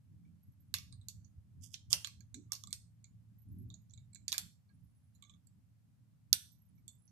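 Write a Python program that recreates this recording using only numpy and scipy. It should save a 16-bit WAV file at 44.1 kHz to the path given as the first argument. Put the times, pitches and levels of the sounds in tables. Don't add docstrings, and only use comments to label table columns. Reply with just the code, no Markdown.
import sys
import numpy as np
from scipy import signal
from scipy.fft import rfft, irfft
from scipy.io import wavfile
from scipy.ndimage import uniform_filter1d

SR = 44100
rng = np.random.default_rng(int(sys.argv[2]) if len(sys.argv) > 2 else 0)


def generate_wav(sig):
    pcm = np.round(np.clip(np.atleast_2d(sig).T, -1, 1) * 32767).astype(np.int16)
    wavfile.write(sys.argv[1], SR, pcm)


N = 313551


def gain_of(db):
    return 10 ** (np.asarray(db) / 20)


def evened(x):
    return x / np.sqrt(np.mean(x ** 2) + 1e-20)


def read(points, hz):
    f, value = np.transpose(points)
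    return np.interp(np.log(hz + 1), np.log(f + 1), value)


def add(mix, s, sound):
    part = mix[round(s * SR):][:len(sound)]
    part += sound[:len(part)]


def ring(x, modes):
    out = np.zeros(x.shape)
    for k, (hz, width_hz, db) in enumerate(modes):
        pole = np.exp((2j * np.pi * hz - np.pi * width_hz) / SR)
        resonance = signal.lfilter([1], np.poly([pole, pole, pole]), x + 0j).real
        steep = (1 - abs(pole)) ** 3 * resonance
        out += (-1) ** k * gain_of(db) * steep
    return out


def pair(same):
    a, b = rng.standard_normal((2, N))
    same = np.clip(same, 0, 1)
    return np.array([a, same * a + np.sqrt(1 - same ** 2) * b])


# f/Hz, relative density level/dB
FLOOR_SPECTRUM = [(12, -68), (20, -33), (74, -13.5), (85, 3.5), (106, -4.5), (156, -1), (195, -16),
                  (231, -11), (331, -38.5), (402, -33.5), (531, -32), (702, -33.5), (3420, -41.5),
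                  (13400, -43), (15400, -57.5)]
FLOOR_DB = -69


def floor():
    spectrum = rfft(pair(0.05)) * gain_of(read(FLOOR_SPECTRUM, np.fft.rfftfreq(N, 1 / SR)))
    return gain_of(FLOOR_DB + 0.5) * evened(irfft(spectrum, N))


# t/s, level/dB
RUMBLE_LEVEL = [(0, -68), (0.6, -71.5), (1.0, -62.5), (1.4, -69.5), (1.8, -61), (2.6, -62), (3.2, -67),
                (3.9, -66.5), (4.4, -65.5), (4.6, -75), (5.3, -70.5), (5.9, -76.5), (7.11, -70.5)]
# peak t/s, fall length/s, then deep, middle and upper level/dB
THUMPS = [(0.261, 0.11, -68, -61.5, -76.5), (0.488, 0.015, -53, -64, -86), (0.756, 0.096, -58, -60.5, -77),
          (0.946, 0.07, -55, -79, -85), (1.16, 0.047, -55.5, -67, -85), (1.381, 0.022, -49.5, -80, -86),
          (1.598, 0.075, -56.5, -71, -75.5), (2.375, 0.04, -71, -68, -52), (3.52, 0.079, -50.5, -59.5, -63),
          (3.622, 0.095, -52.5, -59, -62), (3.987, 0.095, -58.5, -88, -97), (4.414, 0.061, -66, -68, -77),
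          (4.838, 0.05, -59, -76.5, -88), (6.34, 0.066, -59.5, -73.5, -77.5),
          (6.861, 0.032, -69, -69.5, -77.5)]
RISE_SHARE = 0.5
MIDDLE_DB, UPPER_DB, FOLLOW, WAVER_DB = -74, -83.5, 0.5, 3.5


def registers(t):
    deep_db = np.interp(t, *np.transpose(RUMBLE_LEVEL))
    drift_db = FOLLOW * (deep_db - deep_db.mean())
    base_db = np.array([deep_db, MIDDLE_DB + drift_db, UPPER_DB + drift_db])
    waver_hz = np.geomspace(1.5, 9, num=16)
    waver = evened(sum(np.sin(2 * np.pi * (f * t + rng.random())) for f in waver_hz))
    level = gain_of(base_db + WAVER_DB * waver)
    for s, length, *peaks_db in THUMPS:
        side_length = length * np.where(t < s, RISE_SHARE, 1)
        shape = np.exp(-((t - s) / side_length) ** 2)
        level += gain_of(peaks_db)[:, None] * shape
    return level


# f/Hz, pole width/Hz, relative level/dB
DEEP_MODES = [(93.08, 63, 0), (127.7, 40, -5.5)]
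MIDDLE_MODES = [(173.7, 28, 0.37), (204.9, 18, -2.4)]
UPPER_MODES = [(247.8, 51, 4), (290, 24, 0), (338.2, 140, -11)]
# t/s, level/dB
HUM_LEVEL = [(0, -67.5), (.7, -75), (1.2, -73), (1.7, -69.5), (2.3, -63), (2.9, -65), (3.4, -63.5),
             (3.7, -63.5), (4.3, -77), (5, -72), (7.11, -74.5)]
HUM_HZ = 110.5


def rumble():
    t = np.arange(N) / SR
    noise = pair(0.6)
    layers = zip(registers(t), (DEEP_MODES, MIDDLE_MODES, UPPER_MODES))
    out = sum(level * evened(ring(noise, modes)) for level, modes in layers)
    hum_rms = gain_of(np.interp(t, *np.transpose(HUM_LEVEL)))
    hum = np.sqrt(2) * hum_rms * np.sin(2 * np.pi * HUM_HZ * t)
    out = signal.sosfilt(signal.butter(2, 45, "high", fs=SR, output="sos"), out)
    return (out + hum) * gain_of([[-1.5], [1.2]])


# t/s, peak level/dB before channel gains, f/Hz
PINGS = [(0.4304, -68.5, 11530), (0.4684, -77, 11500), (0.5166, -75, 11500), (0.5994, -69, 12360),
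         (0.6784, -78, 10720), (3.384, -68.5, 11760), (3.415, -66, 11800), (3.4848, -73, 10450),
         (3.5167, -69, 12330), (3.5498, -74, 11400), (3.584, -67, 11380), (3.6177, -72, 11500),
         (3.683, -73.5, 11700), (3.8162, -74, 11900), (4.8314, -77, 12400), (6.5151, -64, 12200),
         (6.549, -74, 12500), (6.5819, -73, 12400), (6.6155, -67.5, 11500), (6.6494, -76, 12350),
         (6.6837, -73.5, 10800), (6.7506, -77, 11700), (6.7825, -76, 11800), (6.9177, -70, 11400),
         (6.9494, -73, 12000), (6.9845, -74, 10200), (7.017, -69.5, 10600), (7.0517, -67, 10820)]
PING_WIDTH_HZ, PING_DECAY_S = 300, 0.015
WHINE_START_S, WHINE_END_S, WHINE_DB, WHINE_HZ = 4.73, 5.15, -89.5, 10130


def pings():
    out, t = np.zeros(N), np.arange(2600) / SR
    for (s, db, hz), noise in zip(PINGS, rng.standard_normal((len(PINGS), len(t)))):
        ping = ring(noise, [(hz, PING_WIDTH_HZ, 0)]) * np.exp(-t / PING_DECAY_S)
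        add(out, s, gain_of(db) * ping / abs(ping).max())
    held = rng.standard_normal(round((WHINE_END_S - WHINE_START_S) * SR))
    whine = evened(ring(held, [(WHINE_HZ, 120, 0)]))
    add(out, WHINE_START_S, gain_of(WHINE_DB) * whine)
    return out * gain_of([[-10], [5]])


# f/Hz, t60/s
ROOM_DECAY = [(700, 0.66), (2000, 0.44), (5000, 0.42), (9000, .42), (14000, 0.33)]


def tail():
    taps, spacing = np.zeros((2, SR // 2)), 12
    at = np.arange(64, SR // 2 - spacing, spacing)
    at = at + rng.integers(0, spacing, (2, len(at)))
    np.put_along_axis(taps, at, rng.choice([-1., 1.], at.shape), 1)
    hz, t, bands = signal.stft(taps, SR, nperseg=128)
    early = 1 + 4.5 * np.exp(-t / .012) + 0.8 * np.exp(-t / .05)
    decay = gain_of(-60 * t / read(ROOM_DECAY, hz)[:, None])
    out = signal.istft(bands * early * decay, SR, nperseg=128)[1]
    return out / np.linalg.norm(out[0])


def room(x):
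    turn = 2 * np.pi * 1.3 * np.arange(N) / SR
    shares = np.sin(turn), np.cos(turn)
    return sum(signal.fftconvolve(x * share, tail(), axes=1)[:, :N] for share in shares)


# f/Hz, level/dB
THRESHOLD = [(500, -86.5), (2000, -89.5), (4000, -92.5), (8000, -95.5), (14000, -95)]


def suppress(x, release_db_per_s):
    hz, t, bands = signal.stft(x, SR, nperseg=512, noverlap=384)
    power = uniform_filter1d(abs(bands) ** 2, size=3, axis=1)
    power = uniform_filter1d(power, size=7, axis=2)
    power_db = 10 * np.log10(abs(power) + 1e-20)
    released_db = release_db_per_s * t
    held_db = np.maximum.accumulate(power_db + released_db, axis=2) - released_db
    shut = gain_of(3 * (read(THRESHOLD, hz)[:, None] - held_db))
    return signal.istft(bands / (1 + shut), nperseg=512, noverlap=384)[1][:, :N]


def scrapes(strokes, modes):
    t, level = np.arange(N) / SR, np.zeros(N)
    for rows in strokes:
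        s, db = np.transpose(rows)
        level += gain_of(np.interp(t, s, db, -140, -140))
    strength = rng.standard_normal(N) * gain_of(3.5 * np.minimum(rng.exponential(1, N), 5))
    slips = strength * (rng.random(N) < 3000 / SR)
    return gain_of(6.0) * uniform_filter1d(level, size=128) * evened(ring(slips, modes))


# t/s, relative level/dB
SCRAPES = [
    [(1.6, -93), (1.64, -54.5), (1.694, -76.5), (1.734, -68), (1.74, -43.5)],
    [(1.9, -76.5), (1.906, -51), (1.922, -51), (1.924, -38)],
]
# f/Hz, pole width/Hz, relative level/dB
SCRAPE_TONE = [(3560, 1200, -5.5), (4700, 1200, -4), (5900, 4300, 0.5), (7940, 3500, -0.5),
               (9800, 4300, -4.5), (12000, 5100, -8)]
# t/s, relative level/dB
BUZZES = [
    [(2.49, -88.5), (2.51, -73.5), (2.52, -67), (2.614, -93), (2.638, -76), (2.712, -78), (2.74, -83),
     (2.8, -101)],
    [(5.21, -95), (5.228, -85), (5.272, -82), (5.3, -80), (5.38, -99)],
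]
# f/Hz, pole width/Hz, relative level/dB
BUZZ_TONE = [(1180, 36, 0), (2170, 90, -10), (3464, 150, -11.5)]


def drags():
    return scrapes(SCRAPES, SCRAPE_TONE) + scrapes(BUZZES, BUZZ_TONE)


# f/Hz, pole width/Hz, relative level/dB
BODY = [(680, 180, -3), (1162, 200, -0.5)]
UPPER_BODY = [(1635, 250, -4.5), (2277, 540, 2)]
# f/Hz, pole width/Hz, relative level/dB
SIZZLE = [(10700, 2700, -1.5), (12770, 2700, 4.5)]
# f/Hz, pole width/Hz, relative level/dB before the tuning to the rings
SMALL_PARTS = [(2250, 290, -7.5), (3500, 160, -0.5), (4280, 350, -5), (4587, 510, -2.5), (5720, 210, 0.5),
               (6470, 510, -2.5), (7500, 89, -1)]
SLIP_MS, SLIP_MS_PER_DB, RING_MS, RING_MS_PER_DB = 0.4, 0.0237, 0.38, 0.013
RING_MS_PER_WEAK_DB, SPREAD, SPREAD_PER_DB = 0.008, 2.1, 0.14
PLACE_DB_PER_OCTAVE = 19
DAMPING_PER_DB = 0.035
NEAR_DB_PER_OCTAVE = 25
PARTS_DB, PARTS_SLOPE = -20.5, 0.19
FILM_EDGE_HZ = 2600
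SCATTER_S = 0.004


def struck(modes, db, place_hz):
    damping = np.exp(DAMPING_PER_DB * (db + 46))
    return [(f, w * damping, d - PLACE_DB_PER_OCTAVE * abs(np.log2(f / place_hz))) for f, w, d in modes]


def snap(row, noise):
    db, upper_hz, lower_hz, place_hz, lower_db, low_db, high_db, sizzle_db, echo_db, pan_db = row
    slip_ms = max(SLIP_MS - SLIP_MS_PER_DB * pan_db, .05)
    ring_ms = RING_MS - RING_MS_PER_DB * pan_db - RING_MS_PER_WEAK_DB * (db + 39.5)
    width_hz = 1000 / max(ring_ms, .2)
    wide = max(SPREAD + SPREAD_PER_DB * (db + 40), 1)
    loose = []
    for f, w, d in SMALL_PARTS:
        octaves = min(abs(np.log2(f / lower_hz)), abs(np.log2(f / upper_hz)))
        loose.append((f, w, d - NEAR_DB_PER_OCTAVE * octaves))
    t = np.arange(len(noise)) / SR
    slip_time = t * 1000 / slip_ms
    slip = noise * slip_time * np.exp(-slip_time)
    # modes, relative level in dB, widening in the echo, lower edge of radiation in Hz
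    parts = [(struck(BODY, db, place_hz), low_db, wide, 300),
             (struck(UPPER_BODY, db, place_hz), high_db, wide, 300),
             ([(lower_hz, 0.64 * width_hz, 0)], lower_db, wide, FILM_EDGE_HZ),
             ([(upper_hz, width_hz, 0)], 0, wide, FILM_EDGE_HZ),
             (SIZZLE, sizzle_db, SPREAD, FILM_EDGE_HZ),
             (loose, PARTS_DB - PARTS_SLOPE * db, 1, 300)]
    direct, feed = np.zeros((2, len(t)))
    for k, (modes, rel_db, spread, edge_hz) in enumerate(parts):
        thin = signal.butter(2, edge_hz, "high", fs=SR)
        x = signal.lfilter(*thin, ring(slip, modes))
        x *= gain_of(db + rel_db) / abs(x).max()
        direct += (-1) ** k * x
        knock = noise[::-1][np.arange(len(t)) - 300 * k] * np.exp(-t / SCATTER_S)
        blunt = signal.lfilter(*thin, ring(knock, [(f, spread * w, d) for f, w, d in modes]))
        feed += blunt * np.linalg.norm(x) / np.linalg.norm(blunt)
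    return direct, gain_of(echo_db) * feed


# t/s, peak level/dB of the upper ring, upper ring f/Hz,
# lower ring f/Hz, pitch region struck on the body f/Hz, then relative level/dB of
# lower ring, body, upper body, sizzle and echo, and last the left-channel offset level/dB
SNAPS = [(0.249, -80, 5680, 3450, 2000, -5, -14, -2.5, -13, 11, 10),
         (0.7396, -31.5, 7150, 3930, 1600, 3, -23.5, -13.5, -2.5, 4, -4.5),
         (0.7671, -46.5, 5140, 3480, 2000, -7.5, -28, -13.5, -11, 9, 4),
         (0.7836, -48.5, 5600, 4260, 2000, -5, -26.5, -11, -3.5, 3.5, -17),
         (0.9244, -58, 8130, 4180, 1100, -0.5, -18.5, -19.5, -23, 8, -2.5),
         (1.0129, -70.5, 8150, 3880, 2000, 2, -16, -18.5, -16, 9.5, 0.5),
         (1.0841, -40.5, 6830, 4170, 2300, -6.5, -40.5, -34, -5.5, 5.5, -6.5),
         (1.2445, -66, 6470, 3980, 2000, -36.5, -39, -36.5, -38, 10.5, -22.5),
         (1.741, -40, 5630, 3430, 1600, -3.5, -59, -18.5, -21, 5.5, -2.5),
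         (1.907, -55.5, 9050, 3400, 1400, -1, -12, -28.5, -3, 13, -15.5),
         (1.9286, -20, 7180, 4390, 750, 0.5, -26, -29.5, -11.5, 3, 0),
         (2.0449, -38.5, 6950, 3940, 2000, 2.5, -23.5, -12, -15, 6, -9),
         (2.0711, -45, 6160, 4430, 2000, -3, -19.5, -11, -5.5, 3.5, -6),
         (2.205, -58, 6630, 4350, 1500, -10, -33, -14, -11.5, 0.5, -29),
         (2.3426, -45, 6990, 3880, 1900, -8, -39, -17.5, -20, 5, -13.5),
         (2.5192, -27, 6770, 5440, 1000, -18, -28, -27, -12.5, 1, 0.5),
         (2.5319, -40.5, 5810, 4060, 2000, -7, -21, -39, -2, 7, 1.5),
         (2.5505, -45, 5630, 4750, 2000, -7, -44.5, -23, -30, 8.5, -7.5),
         (2.6364, -45.5, 6470, 3730, 1400, -6.5, -15.5, -48.5, -8, -2, 1.5),
         (2.6713, -51, 7600, 4000, 2000, -6.5, -15, -37, -12, 2.5, -11),
         (2.706, -59, 7720, 4030, 2200, -12, -35, -14, -4, 9.5, -8),
         (2.7279, -33.5, 8000, 4300, 2300, -5, -52, -22, -16, 3, 3.5),
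         (3.042, -54, 6970, 3830, 2300, -14, -34, -16, -47, 7, -8.5),
         (3.701, -61, 7000, 3740, 900, 4, -18.5, -37, -11, 6.5, -11),
         (3.7397, -55.5, 6710, 4070, 700, -5.5, -27, -47.5, -37, 5, -23),
         (3.896, -68.5, 5830, 4000, 2200, -10, -36, -27.5, -32.5, 8, -18),
         (3.9074, -62.5, 6800, 3480, 700, -17, -24, -34, -35, 4.5, -13),
         (3.935, -57, 7520, 3800, 2190, -8.5, -32, -22.5, -43, 5.5, -26),
         (3.9747, -63, 7030, 3810, 2300, -0.5, -24, -15, -35.5, 8, -23),
         (4.1306, -62, 7760, 4100, 2200, -9, -38, -15, -43, -10.5, -35),
         (4.1458, -51.5, 7530, 4100, 2200, -8.5, -38, -28, -16, 7.5, -31),
         (4.1556, -54.5, 7020, 4140, 2300, -8.5, -50, -10, -35, 5.5, -25.5),
         (4.2799, -33, 6890, 4400, 2300, -4, -43, -23.5, -14, 5, -6.5),
         (4.3191, -31.5, 6860, 4200, 2000, -0.5, -33, -31, -10, 5, 7),
         (4.3259, -33.5, 6380, 3770, 1900, 1, -21, -16, -3, 6.5, -5),
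         (4.342, -47, 6100, 4400, 900, -5, -16, -2, -4, 7, 0),
         (4.38, -28.5, 6970, 4260, 1800, -4, -27.5, -19, -3, 3, 4.5),
         (4.6909, -87.5, 7600, 4360, 1400, 12.5, 2, 8, -24, 7.5, -12.5),
         (5.1493, -74.5, 6880, 4092, 2300, -4, -31, -29, 3, 15, -18),
         (5.223, -59, 7430, 3570, 2180, 2.5, -12, -10, -9.5, 7, -14.5),
         (5.237, -68, 6600, 3610, 2200, 3.5, -22, -9, -20.5, 0, -17.5),
         (5.2482, -65.5, 6400, 3730, 2000, -9, -16, -10.5, -22, 7, -3),
         (5.2948, -63.5, 7260, 3580, 2210, 0.5, -12, -13.5, -23.5, 9, -11),
         (5.336, -76.5, 6500, 3550, 2200, 5.5, -11, -7, -25, 9, -19),
         (5.469, -65.5, 7720, 4640, 1600, -25, -38.5, -48, -3, 6.5, -32.5),
         (6.3286, -15, 6183, 4086, 1000, -4, -41, -30, -6, -1, -3.6),
         (6.7774, -79.5, 5670, 4010, 2300, -5, -24, -2, -12, 9, -17),
         (6.879, -48, 7710, 3520, 2200, -15, -60, -32, -11, 6.5, -8.5),
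         (7.0764, -68.5, 5900, 5200, 1600, -16, -36, -31, -11, 12.5, -16)]
ECHO_PAN_SHARE = 0.24


def cable():
    out, feeds = np.zeros((2, 2, N))
    for (s, *row), noise in zip(SNAPS, rng.standard_normal((len(SNAPS), 2048))):
        direct, feed = snap(row, noise)
        pan_db = row[-1]
        add(out[0], s + 0.000898, gain_of(1.5 + pan_db) * direct)
        add(out[1], s + 0.0006, gain_of(11.5) * direct)
        add(feeds[0], s + .0007, gain_of(ECHO_PAN_SHARE * pan_db) * feed)
        add(feeds[1], s + 0.00077, feed)
    drag = drags()
    out += drag * gain_of([[-17], [0]])
    out += room(feeds + drag * gain_of([[-16], [-8]]))
    out[0] = signal.lfilter(*signal.butter(1, 6500, fs=SR), out[0])
    return signal.lfilter(*signal.butter(3, 450, "high", fs=SR), out)


def scene():
    return suppress(cable() + pings(), release_db_per_s=198.5) + rumble() + floor()


EDGE_HZ = 15500


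def record(dry):
    low_pass = signal.firwin(255, 14400, window=("kaiser", 6), fs=SR)
    below = signal.oaconvolve(dry, low_pass[None], "same")
    dulled = below + gain_of(-26.0) * (dry - below)
    band_limit = signal.firwin(511, EDGE_HZ, window=("kaiser", 9), fs=SR)
    return signal.oaconvolve(dulled, band_limit[None], "same")


dry = scene()
out = record(dry)
generate_wav(out)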